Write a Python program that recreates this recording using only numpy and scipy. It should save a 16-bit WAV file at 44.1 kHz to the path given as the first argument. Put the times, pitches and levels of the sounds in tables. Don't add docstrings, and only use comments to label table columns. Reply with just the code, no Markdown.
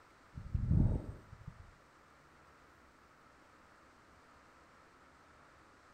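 import sys
import numpy as np
from scipy import signal
from scipy.fft import rfft, irfft, next_fast_len
from scipy.io import wavfile
from scipy.ndimage import uniform_filter1d

SR = 44100
rng = np.random.default_rng(int(sys.argv[2]) if len(sys.argv) > 2 else 0)


def store_pcm(level_fs):
    pcm = np.round(np.clip(level_fs, -1, 1) * 32767).astype(np.int16)
    wavfile.write(sys.argv[1], SR, np.atleast_2d(pcm).T)


N = 261513
TIME_S = np.arange(N) / SR


def from_db(db):
    return 10 ** (np.asarray(db) / 20)


def rms_one(x):
    return x / np.sqrt(np.mean(x ** 2) + 1e-20)


def in_time(rows):
    time_s, *columns = np.transpose(rows)
    return [np.interp(TIME_S, time_s, column) for column in columns]


def swell(peak_s, half_width_s):
    return np.exp(-((TIME_S - peak_s) / half_width_s) ** 2)


def drift(rate_hz):
    step, settle = 40, 2000
    pole = np.exp(-2 * np.pi * rate_hz * step / SR)
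    noise = rng.standard_normal(N // step + settle + 2)
    slow = signal.lfilter([1], [1, -2 * pole, pole * pole], noise)[settle:]
    return np.interp(np.arange(N) / step, np.arange(len(slow)), rms_one(slow))


def coloured(x, spectrum):
    size = next_fast_len(N)
    hz, db = np.transpose(spectrum)
    bins_hz = np.maximum(np.arange(size // 2 + 1) * SR / size, 1)
    gain = from_db(np.interp(np.log(bins_hz), np.log(hz), db))
    return rms_one(irfft(rfft(x, size) * gain, size)[:N])


def resonate(x, hz, width_hz):
    r = np.exp(-np.pi * width_hz / SR)
    feedback = [1, -2 * r * np.cos(2 * np.pi * hz / SR), r * r]
    return signal.lfilter(np.array([1, 0, -1]) * (1 - r * r) / 2, feedback, x)


def add(out, start_s, sound):
    at = max(int(start_s * SR), 0)
    out[at:at + len(sound)] += sound[:N - at]


def turbulence(spectrum, even_s):
    flow = coloured(rng.standard_normal(N), spectrum)
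    span = int(even_s * SR)
    power = uniform_filter1d(uniform_filter1d(flow ** 2, span), span)
    return flow / np.sqrt(power + 1e-9)


# frequency_hz, relative_db
TREETOP_SPECTRUM = [(60, -23), (200, -13.5), (550, -4), (750, -7.5), (1100, -4), (1310, 0.5), (1520, -6),
                    (1800, -7.5), (2300, -13.5), (3000, -23), (4500, -60), (10000, -59)]
def treetops(level_db, sway_db=0.5):
    crowns = sum(rng.standard_normal(N) * from_db(sway_db * drift(3.2)) for _ in range(2))
    return from_db(level_db) * coloured(crowns, TREETOP_SPECTRUM)


# frequency_hz, relative_db
LEAF_SPECTRUM = [(300, -31.5), (1500, -9), (3200, -3), (4300, -1), (5500, -3.5), (6800, -6.5), (8300, -6),
                 (8900, -10), (9600, -18), (12000, -22.5), (16000, -26.5)]
def leaves(level_db, contacts_per_s=900, contact_db=-11, flutter_db=0.43):
    touching = rng.random(N) < contacts_per_s * from_db(level_db - np.mean(level_db)) / SR
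    sliding = rng.standard_normal(N)
    contacts = from_db(contact_db) * rms_one(touching * rng.standard_normal(N))
    return from_db(level_db + flutter_db * drift(19)) * coloured(sliding + contacts, LEAF_SPECTRUM)


# time_s, far_relative_db, near_relative_db
BREEZE_CURVE = [(0, -66.5, -76.5), (0.9, -66.5, -77), (2.1, -66.5, -77.5), (3.2, -67.0, -78),
                (4.2, -66, -77), (4.9, -66.0, -77.5), (5.93, -66.5, -77)]
def breeze():
    far_db, near_db = in_time(BREEZE_CURVE)
    return treetops(far_db + 2.5) + leaves(near_db + 0.5)


# frequency_hz, relative_db
AIR_SPECTRUM = [(6000, -20), (9500, -7), (13000, -0.5), (14000, -1.5), (14800, 1.5), (15700, -1)]
def air(level_db=-90.5, flicker_db=1.5, fade_from_s=2.7, fade_db_per_s=2.0):
    faded_db = fade_db_per_s * np.maximum(TIME_S - fade_from_s, 0)
    gain = from_db(level_db - faded_db + flicker_db * drift(6))
    return gain * coloured(rng.standard_normal(N), AIR_SPECTRUM)


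# frequency_hz, relative_db
DRONE_SPECTRUM = [(20, -1), (45, -4.5), (70, 5), (105, -2), (140, -2), (190, -3.5), (260, 1.5), (330, 0.5),
                  (430, -16), (800, -39), (3000, -62)]
def drone(level_db=-70.36, suppression_db=-11, waver_db=0.56):
    dip = swell(peak_s=1.45, half_width_s=0.24)
    gain = from_db(level_db + suppression_db * dip + waver_db * drift(3.3))
    return gain * coloured(rng.standard_normal(N), DRONE_SPECTRUM)


# time_s, peak_db, pitch_hz
TWIG_TAPS = [(0.106, -59, 2200), (0.560, -61.5, 2700), (0.948, -62, 2300), (2.465, -83, 14000),
             (4.272, -77, 11000), (4.866, -79, 12900)]
def taps(decay_s=0.0023, width_share=0.19):
    out, t = np.zeros(N), np.arange(SR // 10) / SR
    for time_s, peak_db, pitch_hz in TWIG_TAPS:
        scratch = rng.standard_normal(len(t)) * t * np.exp(-t / decay_s)
        tap = resonate(scratch, pitch_hz, pitch_hz * width_share)
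        add(out, time_s - decay_s, from_db(peak_db) * tap / np.max(np.abs(tap)))
    return out


# time_s, relative_db
GUST_CURVE = [(0.31, -76), (0.36, -49), (0.52, -52.5), (0.6, -36), (0.86, -30), (0.94, -37), (0.99, -52.5),
              (1.13, -49.5), (1.25, -63.5), (1.69, -58.5), (1.95, -92)]
# frequency_hz, relative_db
EDDY_SPECTRUM = [(15, -8), (35, 7), (60, 5), (110, 7.5), (170, -2.5), (220, -5), (290, -24), (450, -57),
                 (1000, -83)]
def gust(trim_db=-0.5, flutter_db=1.5, flutter_hz=22, lump_db=1.5):
    gust_db, = in_time(GUST_CURVE)
    wake = wakes()
    eddies = turbulence(EDDY_SPECTRUM, even_s=0.029)
    fast_flow = from_db(lump_db * eddies) * rush(wake)
    pulses = from_db(gust_db + trim_db + flutter_db * drift(flutter_hz))
    return np.hypot(pulses, wake) * eddies + fast_flow


# time_s, relative_peak_db, pitch_hz
PORT_THUMPS = [(0.378, -36.5, 140.8), (0.464, -37.5, 51.6), (0.551, -25, 92.4), (0.713, -21.5, 137),
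               (0.737, -23, 165), (0.774, -22.5, 147), (0.804, -19.5, 182), (0.921, -33.5, 420),
               (0.942, -26, 110), (0.957, -29.5, 278), (1.092, -39, 88), (1.331, -43.5, 98),
               (1.415, -51, 85), (1.481, -37, 109), (1.603, -46, 70)]
def thumps(trim_db=-1.0, half_width_cycles=0.5):
    out, t = np.zeros(N), np.arange(SR // 10) / SR
    middle_s = np.mean(t)
    for time_s, peak_db, pitch_hz in PORT_THUMPS:
        cycles = (t - middle_s) * pitch_hz
        swing = -np.sin(2 * np.pi * cycles) * np.exp(-(cycles / half_width_cycles) ** 2)
        add(out, time_s - middle_s, from_db(peak_db + trim_db) * swing / np.max(swing))
    return out


def wakes(relative_db=-10.5, rise_s=0.0055, decay_s=0.026):
    strength = np.zeros(N)
    for time_s, peak_db, _ in PORT_THUMPS:
        falloff = np.maximum((time_s - TIME_S) / rise_s, (TIME_S - time_s) / decay_s)
        strength += from_db(peak_db + relative_db) * np.exp(-np.minimum(falloff, 20))
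    return strength


# frequency_hz, relative_db
RUSH_SPECTRUM = [(100, -2.5), (200, 6.5), (300, 9.5), (360, 3.5), (420, 2.5), (520, -2), (610, 2),
                 (700, -10.5), (930, -5.5), (1090, -33), (1600, -48), (4000, -80)]
def rush(wake, level_db=-46.5, peak_s=0.86, rise_s=0.16, fall_s=0.25, wake_db=-19, top_boost_db=3):
    flow = swell(peak_s, np.where(TIME_S < peak_s, rise_s, fall_s))
    noise = turbulence(RUSH_SPECTRUM, even_s=0.084)
    body = signal.sosfiltfilt(signal.butter(6, 750, fs=SR, output="sos"), noise)
    top = from_db(level_db + top_boost_db) * flow ** 2 * (noise - body)
    return np.hypot(from_db(level_db) * flow, from_db(wake_db) * wake) * body + top


# peak_s, half_width_s, pitch_hz, width_hz, level_db
PORT_WHISTLES = [(0.91, .14, 3750, 170, -83.5), (0.96, 0.26, 8400, 340, -81), (1.08, .15, 11000, 140, -99),
                 (1.02, .22, 13300, 90, -93), (1.2, .16, 14800, 300, -96)]
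def whistles():
    out = np.zeros(N)
    for peak_s, half_width_s, pitch_hz, width_hz, level_db in PORT_WHISTLES:
        band = resonate(rng.standard_normal(N), pitch_hz, width_hz)
        tone = rms_one(resonate(band, pitch_hz, width_hz))
        out += from_db(level_db) * swell(peak_s, half_width_s) * tone
    return out


# peak_s, half_width_s, relative_db
FAR_ENGINE_SWELLS = [(2.3, 0.44, -75.5), (5.45, .28, -76.5)]
def engine(pitch_hz=145, waver_hz=1.38):
    phase = 2 * np.pi * np.cumsum(pitch_hz + waver_hz * drift(2.9)) / SR
    gain = sum(from_db(db) * swell(peak_s, half_s) for peak_s, half_s, db in FAR_ENGINE_SWELLS)
    return gain * np.sqrt(2) * np.sin(phase)


# peak_s, relative_db
LOW_WIND_PUFFS = [(2.55, -71.5), (4.13, -72)]
def puffs_and_rumble(rumble_db=-75, from_s=3.6, rise_s=0.25):
    band = rms_one(resonate(rng.standard_normal(N), hz=75.6, width_hz=19))
    set_in = 0.5 + 0.5 * np.tanh((TIME_S - from_s) / rise_s)
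    puffs = sum(from_db(db) * swell(peak_s, half_width_s=0.064) for peak_s, db in LOW_WIND_PUFFS)
    return (from_db(rumble_db) * set_in + puffs) * band


def scene():
    foliage = breeze()
    low_end = from_db(-0.86) * (engine() + puffs_and_rumble()) + drone()
    wind_on_port = gust() + thumps() + whistles()
    return (foliage + low_end + wind_on_port + air() + taps())[None]


def record(dry):
    cutoff_hz = 15750
    return signal.sosfilt(signal.ellip(12, .1, 80, cutoff_hz, fs=SR, output="sos"), dry)


dry = scene()
out = record(dry)
store_pcm(out)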